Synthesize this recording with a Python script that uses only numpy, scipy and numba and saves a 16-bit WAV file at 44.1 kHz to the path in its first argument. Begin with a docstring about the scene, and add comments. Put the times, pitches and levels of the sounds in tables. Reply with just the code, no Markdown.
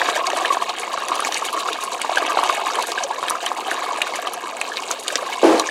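"""Thick gravy simmers close by in a deep metal pot, over a steady hiss of flame and kitchen.
From the start, steam bubbles burst as short plops, small ones ring the air in the pot,
and hot fat snaps, spits and fizzes. The boil swells between 2.2 and 2.9 s, then eases.
At 5.4 s something heavy thuds elsewhere in the kitchen while the pot simmers on."""
import sys
import numpy as np
from scipy import signal
from scipy.fft import rfft, irfft, next_fast_len
from scipy.io import wavfile
from scipy.ndimage import uniform_filter1d
from numba import njit

SR = 44100
rng = np.random.default_rng(int(sys.argv[2]) if len(sys.argv) > 2 else 0)


def to_wav(sig):
    """Store sig (one row per channel, or 1-D mono) as 16-bit WAV at the path in sys.argv[1].

    Samples outside -1..1 are clipped; the rate is SR.
    """
    pcm = np.clip(np.atleast_2d(sig), -1, 1) * 32767
    pcm = np.round(pcm).astype(np.int16)
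    wavfile.write(sys.argv[1], SR, pcm.T)  # frames by channels


N = 251587
T = np.arange(N) / SR

# big bubbles bursting: start_s, peak_db, pitch_hz, length_s
BIG_BUBBLES = [(0.008, -15, 920, 0.0041), (0.017, -5, 1730, 0.0034), (0.088, -7.5, 1120, 0.0057),
               (0.159, -13.5, 696, 0.01), (0.166, -15, 1700, 0.006), (0.176, -15, 960, 0.011),
               (0.333, -13, 685, 0.0079), (0.407, -21, 1120, 0.016), (0.417, -16, 750, 0.012),
               (0.449, -12.5, 1715, 0.0065), (0.502, -11.5, 1123, 0.018), (0.525, -15.5, 1090, 0.015),
               (0.569, -11.5, 1045, 0.012), (0.621, -12.5, 1090, 0.01), (0.833, -17, 2220, 0.005),
               (0.877, -17, 1015, 0.0085), (0.977, -10, 1100, 0.0029), (1.118, -10.5, 1100, 0.0058),
               (1.195, -12, 1170, 0.0058), (1.223, -14, 1230, 0.0071), (1.269, -17.5, 1130, 0.012),
               (1.369, -13.5, 2200, 0.0041), (1.422, -17.5, 1220, 0.0093), (1.564, -20, 1100, 0.039),
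               (1.686, -12, 1310, 0.0083), (2.047, -10.5, 920, 0.0046), (2.095, -9, 780, 0.0051),
               (2.118, -16, 705, 0.0088), (2.172, -9, 1580, 0.0082), (2.299, -13, 1060, 0.0063),
               (2.372, -6.5, 760, 0.0072), (2.373, -12.5, 1300, 0.0038), (2.389, -9, 1100, 0.0083),
               (2.432, -8, 1010, 0.0055), (2.496, -4, 1087, 0.0081), (2.788, -9, 970, 0.0065),
               (2.977, -15, 1620, 0.01), (3.04, -24.5, 560, 0.031), (3.109, -15, 870, 0.011),
               (3.229, -11, 1130, 0.0038), (3.235, -18.5, 1040, 0.016), (3.309, -8, 1100, 0.0047),
               (3.321, -18, 1150, 0.0075), (3.352, -18.5, 1290, 0.01), (3.517, -10.5, 980, 0.0033),
               (3.685, -13.5, 755, 0.0098), (3.715, -10, 1660, 0.0039), (3.984, -18.5, 668, 0.013),
               (4.071, -17.5, 1540, 0.0041), (4.137, -20.5, 2150, 0.0075), (4.188, -17.5, 707, 0.017),
               (4.271, -11.5, 1160, 0.006), (4.718, -20.5, 1700, 0.011), (4.909, -12.5, 1250, 0.0039),
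               (5.103, -17.5, 1650, 0.0061), (5.124, -20.5, 665, 0.0099), (5.156, -18, 510, 0.0093),
               (5.224, -20, 625, 0.01), (5.264, -21, 1086, 0.022), (5.325, -21, 2220, 0.01),
               (5.689, -14, 1740, 0.0074)]
# fat and droplets snapping: start_s, peak_db, pitch_hz, spray_db
FAT_SNAPS = [(0.0572, -21, 3280, -36), (0.1002, -15, 3450, -26), (0.2691, -12, 4600, -20),
             (0.302, -15, 2750, -26), (0.457, -14.5, 2930, -30), (0.6948, -15, 4000, -43),
             (0.7853, -22.5, 2780, -30), (1.0844, -17, 3200, -22.5), (1.155, -27, 3830, -22),
             (1.2036, -21, 3220, -22), (1.249, -16, 2040, -20), (1.3234, -14.5, 3060, -24),
             (1.3441, -14, 4350, -20.5), (1.486, -17.5, 3080, -46), (1.731, -15, 3770, -28.5),
             (2.017, -15, 2970, -18.5), (2.1581, -19, 2800, -24), (2.175, -16, 3220, -44),
             (2.183, -14, 3450, -26), (2.2646, -13.5, 2980, -27), (2.4374, -14.5, 3070, -23),
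             (2.4933, -18, 2680, -28), (2.755, -16, 3300, -27), (2.825, -19, 4600, -21.5),
             (2.9189, -17, 3700, -25.5), (2.985, -16.5, 2800, -48), (3.036, -10.5, 6200, -44),
             (3.2835, -14, 3400, -32), (3.2984, -6.5, 8900, -37), (3.463, -13, 3020, -19.5),
             (4.0185, -9, 2800, -21.5), (4.1581, -24, 2200, -24), (4.2737, -22, 3130, -34),
             (4.6139, -14, 2520, -20), (4.77, -12, 3970, -39), (4.9132, -17, 6840, -13.5),
             (5.0811, -10, 3070, -16.5), (5.1559, -4, 5320, -32), (5.3322, -21, 2800, -40),
             (5.579, -19, 4140, -34), (5.5972, -12, 3880, -15.5), (5.6711, -17, 6260, -42)]
# hot fat spitting: start_s, level_db
FAT_SPITS = [(0.255, -29), (0.352, -22), (0.3718, -14), (0.525, -21), (0.7986, -13.5), (0.933, -22),
             (1.1798, -25), (1.3743, -11), (1.4538, -15.5), (1.5295, -16), (1.5978, -32), (1.698, -20),
             (1.8103, -24), (1.8397, -12.5), (2.2988, -22), (2.872, -12), (2.8944, -19), (3.711, -16.5),
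             (4.2206, -22), (4.337, -13.5), (4.9995, -19), (5.037, -21), (5.1254, -16)]


def undb(db):
    return 10 ** (np.asarray(db) / 20)


def unit_rms(x):
    return x / np.sqrt(np.mean(x ** 2))


def equalize(x, curve):
    """Filter by a curve of freq_hz, gain_db."""
    hz, db = np.transpose(curve)
    size = next_fast_len(N)
    bin_hz = np.maximum(np.arange(size // 2 + 1) * SR / size, 1)
    gain = undb(np.interp(np.log(bin_hz), np.log(hz), db))
    return irfft(rfft(x, size) * gain, size)[:N]


def resonate(x, modes):
    """Parallel resonators, one per mode."""
    return sum(undb(db) * signal.lfilter(*signal.iirpeak(hz, hz / width_hz, SR), x)
               for hz, width_hz, db in modes)


@njit
def add_grains(out, start, hz, t60_s, gain, rise, glide):
    """Sines that swell, decay and climb; rise is a share of t60_s, glide a share of hz."""
    for k in range(len(start)):
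        n = int(t60_s[k] * SR) + 2
        fall, swell = np.exp(-np.log(1000) / n), np.exp(-1 / (rise * n))
        amp, gap, phase = gain[k], 1., 0.
        for i in range(min(n, len(out) - start[k])):
            out[start[k] + i] += amp * (1 - gap) ** 2 * np.sin(phase)
            amp *= fall
            gap *= swell
            phase += 2 * np.pi * min(hz[k] * (1 + glide * i / n), .45 * SR) / SR
    return out


def grains(start_s, hz, t60_s, peak_db, rise, glide):
    """Sine grains, each envelope scaled to its peak_db."""
    loss = np.log(1000) * rise
    envelope_peak = (2 / (2 + loss)) ** 2 * (loss / (2 + loss)) ** loss
    start = (np.clip(start_s, 0, None) * SR).astype(np.int64)
    hz, t60_s = np.full(len(start), hz), np.full(len(start), t60_s)
    return add_grains(np.zeros(N), start, hz, t60_s, undb(peak_db) / envelope_peak, rise, glide)


def swarm(bursts, count, band_hz, t60_cycles, spread_db, cap_db, scatter_s, rise, glide):
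    """Grains crowd round bursts (time_s, weakness), as one sets off its neighbours; a few are loud."""
    lag, pitch, level, decay = rng.random((count, 4)).T
    time_s, weakness = bursts[np.arange(count) % len(bursts)].T
    start_s = time_s + scatter_s * np.log(lag / (1 - lag)) / 2
    low_hz, high_hz = band_hz
    hz = low_hz * (high_hz / low_hz) ** pitch
    db = np.minimum(-spread_db * np.log(level * weakness) / 2, cap_db)
    return unit_rms(grains(start_s, hz, t60_cycles * (.5 + decay) / hz, db, rise, glide))


def plops():
    """Big bubbles: a round tone, plus a breaking neighbour, high torn film and low slumping gravy."""
    start_s, db, hz, length_s = np.transpose(BIG_BUBBLES)
    film_lag, film_pitch, slump_pitch, lag, pitch = rng.random((len(hz), 5)).T
    neighbour = grains(start_s + .005 * lag, hz * (.649 + .7 * pitch), .98 * length_s, db - 11,
                       rise=.22, glide=.32)
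    film = grains(start_s + .00194 * film_lag, hz * (1.24 + .66 * film_pitch), .25 * length_s, db - 9,
                  rise=.096, glide=.048)
    slump = grains(start_s, 420 + 350 * slump_pitch, .79 * length_s, db - 11, rise=.077, glide=.22)
    out = neighbour + film + slump
    for onset_s, peak_db, pitch_hz, tone_s in BIG_BUBBLES:
        x = np.linspace(0, 1, int(tone_s * SR))
        envelope = np.sin(np.pi * x ** .62) ** 2  # swell quicker than fade
        tone = envelope * np.sin(2 * np.pi * pitch_hz * tone_s * x * (1 + .013 * (x - 1)))
        i = int((onset_s - .001) * SR)
        out[i:i + len(x)] += undb(peak_db) * tone[:N - i]
    return out


def simmer():
    """Small bubbles, fizz and wet sizzle ring the pot's air; steam hisses out at each big burst."""
    # strength of the boil: time_s, bubbles_db, fizz_db
    boil = [(0.0, -24, -36), (0.89, -31, -40), (1.13, -26, -36.5), (1.27, -30, -35.5), (1.55, -28.5, -37),
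            (1.83, -29.5, -35.5), (2.05, -30.5, -37.5), (2.25, -23, -39), (2.5, -26, -31.5),
            (2.68, -23.5, -31.5), (2.84, -26, -36.5), (3.06, -31.5, -40), (3.37, -30.5, -39.5),
            (3.79, -26.5, -36), (4.42, -31, -41), (4.78, -33, -36), (5.05, -33.5, -39.5), (5.43, -29, -37),
            (5.7, -29.5, -36)]
    # air resonances in the pot: centre_hz, width_hz, gain_db
    air_modes = [(698, 87, 4.5), (1100, 191, 6), (1620, 47, 2.5), (2220, 14, 4), (2800, 130, -4),
                 (3820, 150, -14.5), (6840, 920, -10)]
    # simmer colour: freq_hz, gain_db
    colour = [(150, -11.5), (300, -14.5), (500, -11), (1000, -7), (2000, -6.5), (4000, -3), (5200, -6.5),
              (8000, -3), (12000, -10.5), (16000, -15)]
    vent_s = np.array([row[0] for row in BIG_BUBBLES + FAT_SNAPS + FAT_SPITS]) + .004  # steam lags
    vents = np.transpose([vent_s, rng.random(len(vent_s))])
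    small_bursts = rng.random((1300, 2)) * [N / SR, 1]
    bursts = np.concatenate([small_bursts, np.repeat(vents, 3, axis=0)])
    bubbles = swarm(bursts, count=5000, band_hz=(297.7, 4940), t60_cycles=7.9,
                    spread_db=4.5, cap_db=8, scatter_s=.018, rise=.23, glide=.12)
    fizz = swarm(bursts, count=9000, band_hz=(2200, 14600), t60_cycles=4.95,
                 spread_db=10.5, cap_db=24.5, scatter_s=.008, rise=.28, glide=.021)
    steam = swarm(vents, count=14000, band_hz=(2780, 15600), t60_cycles=9.3,
                  spread_db=17.5, cap_db=38, scatter_s=.01, rise=.18, glide=.043)
    sizzle = swarm(bursts, count=30000, band_hz=(2500, 15000), t60_cycles=8,
                   spread_db=5, cap_db=14, scatter_s=.045, rise=.2, glide=.03)
    treble = fizz + undb(-6) * steam + undb(-6.5) * sizzle
    time_s, bubbles_db, fizz_db = np.transpose(boil)
    mix = bubbles * undb(np.interp(T, time_s, bubbles_db))
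    mix += treble * undb(np.interp(T, time_s, fizz_db))
    return undb(6) * equalize(resonate(mix, air_modes) + undb(-3) * mix, colour)


def snaps():
    """Fat snaps: a pitched tick, a crack, scattered neighbours and a bright spray."""
    start_s, db, hz, spray_db = np.transpose(FAT_SNAPS)
    tick = grains(start_s, hz, 10.9 / hz, db, rise=.27, glide=.028)
    crack = grains(start_s, 8500., .0005, spray_db + 5.5, rise=.071, glide=.049)
    out = tick + crack
    for lag, pitch, spray_lag, spray_pitch in rng.random((len(hz), 5, 4)).transpose(1, 2, 0):
        neighbour_hz = np.minimum(hz * (.32 + 1.04 * pitch), 11000.)
        out += grains(start_s + .007 * (lag - .25), neighbour_hz, 5.6 / hz, db - 6 * lag,
                      rise=.15, glide=.084)
        spray_hz = 5800 + 5500 * spray_pitch ** 1.88
        out += grains(start_s + .0014 * (spray_lag - .3), spray_hz, .0022, spray_db, rise=.11, glide=.038)
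    return out


def spits(flurry_s=.015, ticks=14):
    """Hot fat spits flurries of tiny bright ticks, thickest at the start."""
    start_s, db = np.transpose(FAT_SPITS)
    out = np.zeros(N)
    for lag, pitch, decay in rng.random((len(db), ticks, 3)).transpose(1, 2, 0):
        tick_s = start_s + flurry_s * (lag ** 2 - .15)
        t60_s = .0009 + .0018 * decay
        out += grains(tick_s, 5500 * 2.17 ** pitch, t60_s, db - 9.5 - 8 * lag, rise=.18, glide=.04)
    return out


def pot_walls(x, wet_db, t60_s=.045, spots=5):
    """Short scatter between the walls; each spot on the surface has its own echo."""
    t = np.arange(int(.1 * SR)) / SR
    active_spot = np.repeat(rng.integers(0, spots, N // 600 + 1), 600)[:N]
    out = x.copy()
    for spot in range(spots):
        dull = signal.lfilter([1], [1, -.5], rng.standard_normal(len(t)))  # steam, gravy absorb treble
        tail = dull * np.exp(-np.log(1000) * t / t60_s)
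        tail /= np.sqrt(np.sum(tail ** 2))
        share = np.clip(uniform_filter1d(1. * (active_spot == spot), size=200), 0, 1)
        out += undb(wet_db) * signal.fftconvolve(x * np.sqrt(share), tail)[:N]
    return out


def thud(start_s=5.429, shake_s=.13, fade_db_per_s=53, release_db_per_s=200):
    """Distant blow: a clean ring sinks under room rumble and rattle; the fade is slower while it shakes."""
    # modes of the struck object: centre_hz, width_hz, gain_db
    modes = [(323, 13, 7), (352, 20, -10), (399, 91, 8), (480, 160, 3.5), (575, 120, -7), (668, 26, 8),
             (770, 38, 0), (837, 12, 3)]
    # freq_hz, gain_db
    rumble_colour = [(60, -18), (250, -5.5), (310, -3.5), (1000, -9.5), (3000, -25)]
    rattle_colour = [(250, -8), (600, -2), (1200, -6.5), (4000, -16.5), (7000, -22), (11000, -30),
                     (16000, -54)]
    t = np.clip(T - start_s, 0, None)
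    fade_db = fade_db_per_s * np.minimum(t, shake_s) + release_db_per_s * np.maximum(t - shake_s, 0)
    rumble = unit_rms(equalize(resonate(rng.standard_normal(N), modes), rumble_colour))
    rattle = unit_rms(equalize(rng.standard_normal(N), rattle_colour))
    ring = sum(undb(db) * np.sin(2 * np.pi * (hz * t + .38 * rng.random())) for hz, _, db in modes)
    ring = unit_rms(ring * (t > 0)) * np.sqrt(np.mean(t > 0))  # rms 1 after the blow
    body = ring * np.exp(-t / .072) + undb(1.5) * rumble
    swell = lambda attack_s: np.sin(np.pi / 2 * np.clip(t / attack_s, 0, 1)) ** 2
    blow = body * swell(attack_s=.0045) + undb(-9.5) * rattle * swell(attack_s=.017)
    return undb(-9.5 - fade_db) * blow


def kitchen_hiss(level_db=-39.5):
    """Steady noise of flame and kitchen."""
    # noise spectrum: freq_hz, density_db
    spectrum = [(20, -18), (60, -10), (105, 2.5), (250, 5.5), (500, 4.5), (1100, 3), (2000, -21),
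                (4000, -15.5), (8000, -22), (16000, -42)]
    return undb(level_db) * unit_rms(equalize(rng.standard_normal(N), spectrum))


def scene():
    """Pot, thud and background in mono."""
    pot = pot_walls(simmer() + snaps() + spits(), wet_db=-8.5)
    pot += pot_walls(plops(), wet_db=-12)
    hiss = kitchen_hiss()
    return (pot + thud() + hiss)[None]


def record(dry, ceiling=.9, low_hz=240, top_hz=16000):
    """A phone rounds the highest peaks and cuts bass and top."""
    soft = dry / (1 + np.abs(dry / ceiling) ** 4) ** .25
    highpass = signal.butter(4, low_hz, "high", fs=SR, output="sos")
    lowpass = signal.ellip(10, .2, 80, top_hz, fs=SR, output="sos")
    thin = signal.sosfilt(highpass, soft) + undb(-18) * soft
    return signal.sosfilt(lowpass, thin)


dry = scene()
out = record(dry)
to_wav(out)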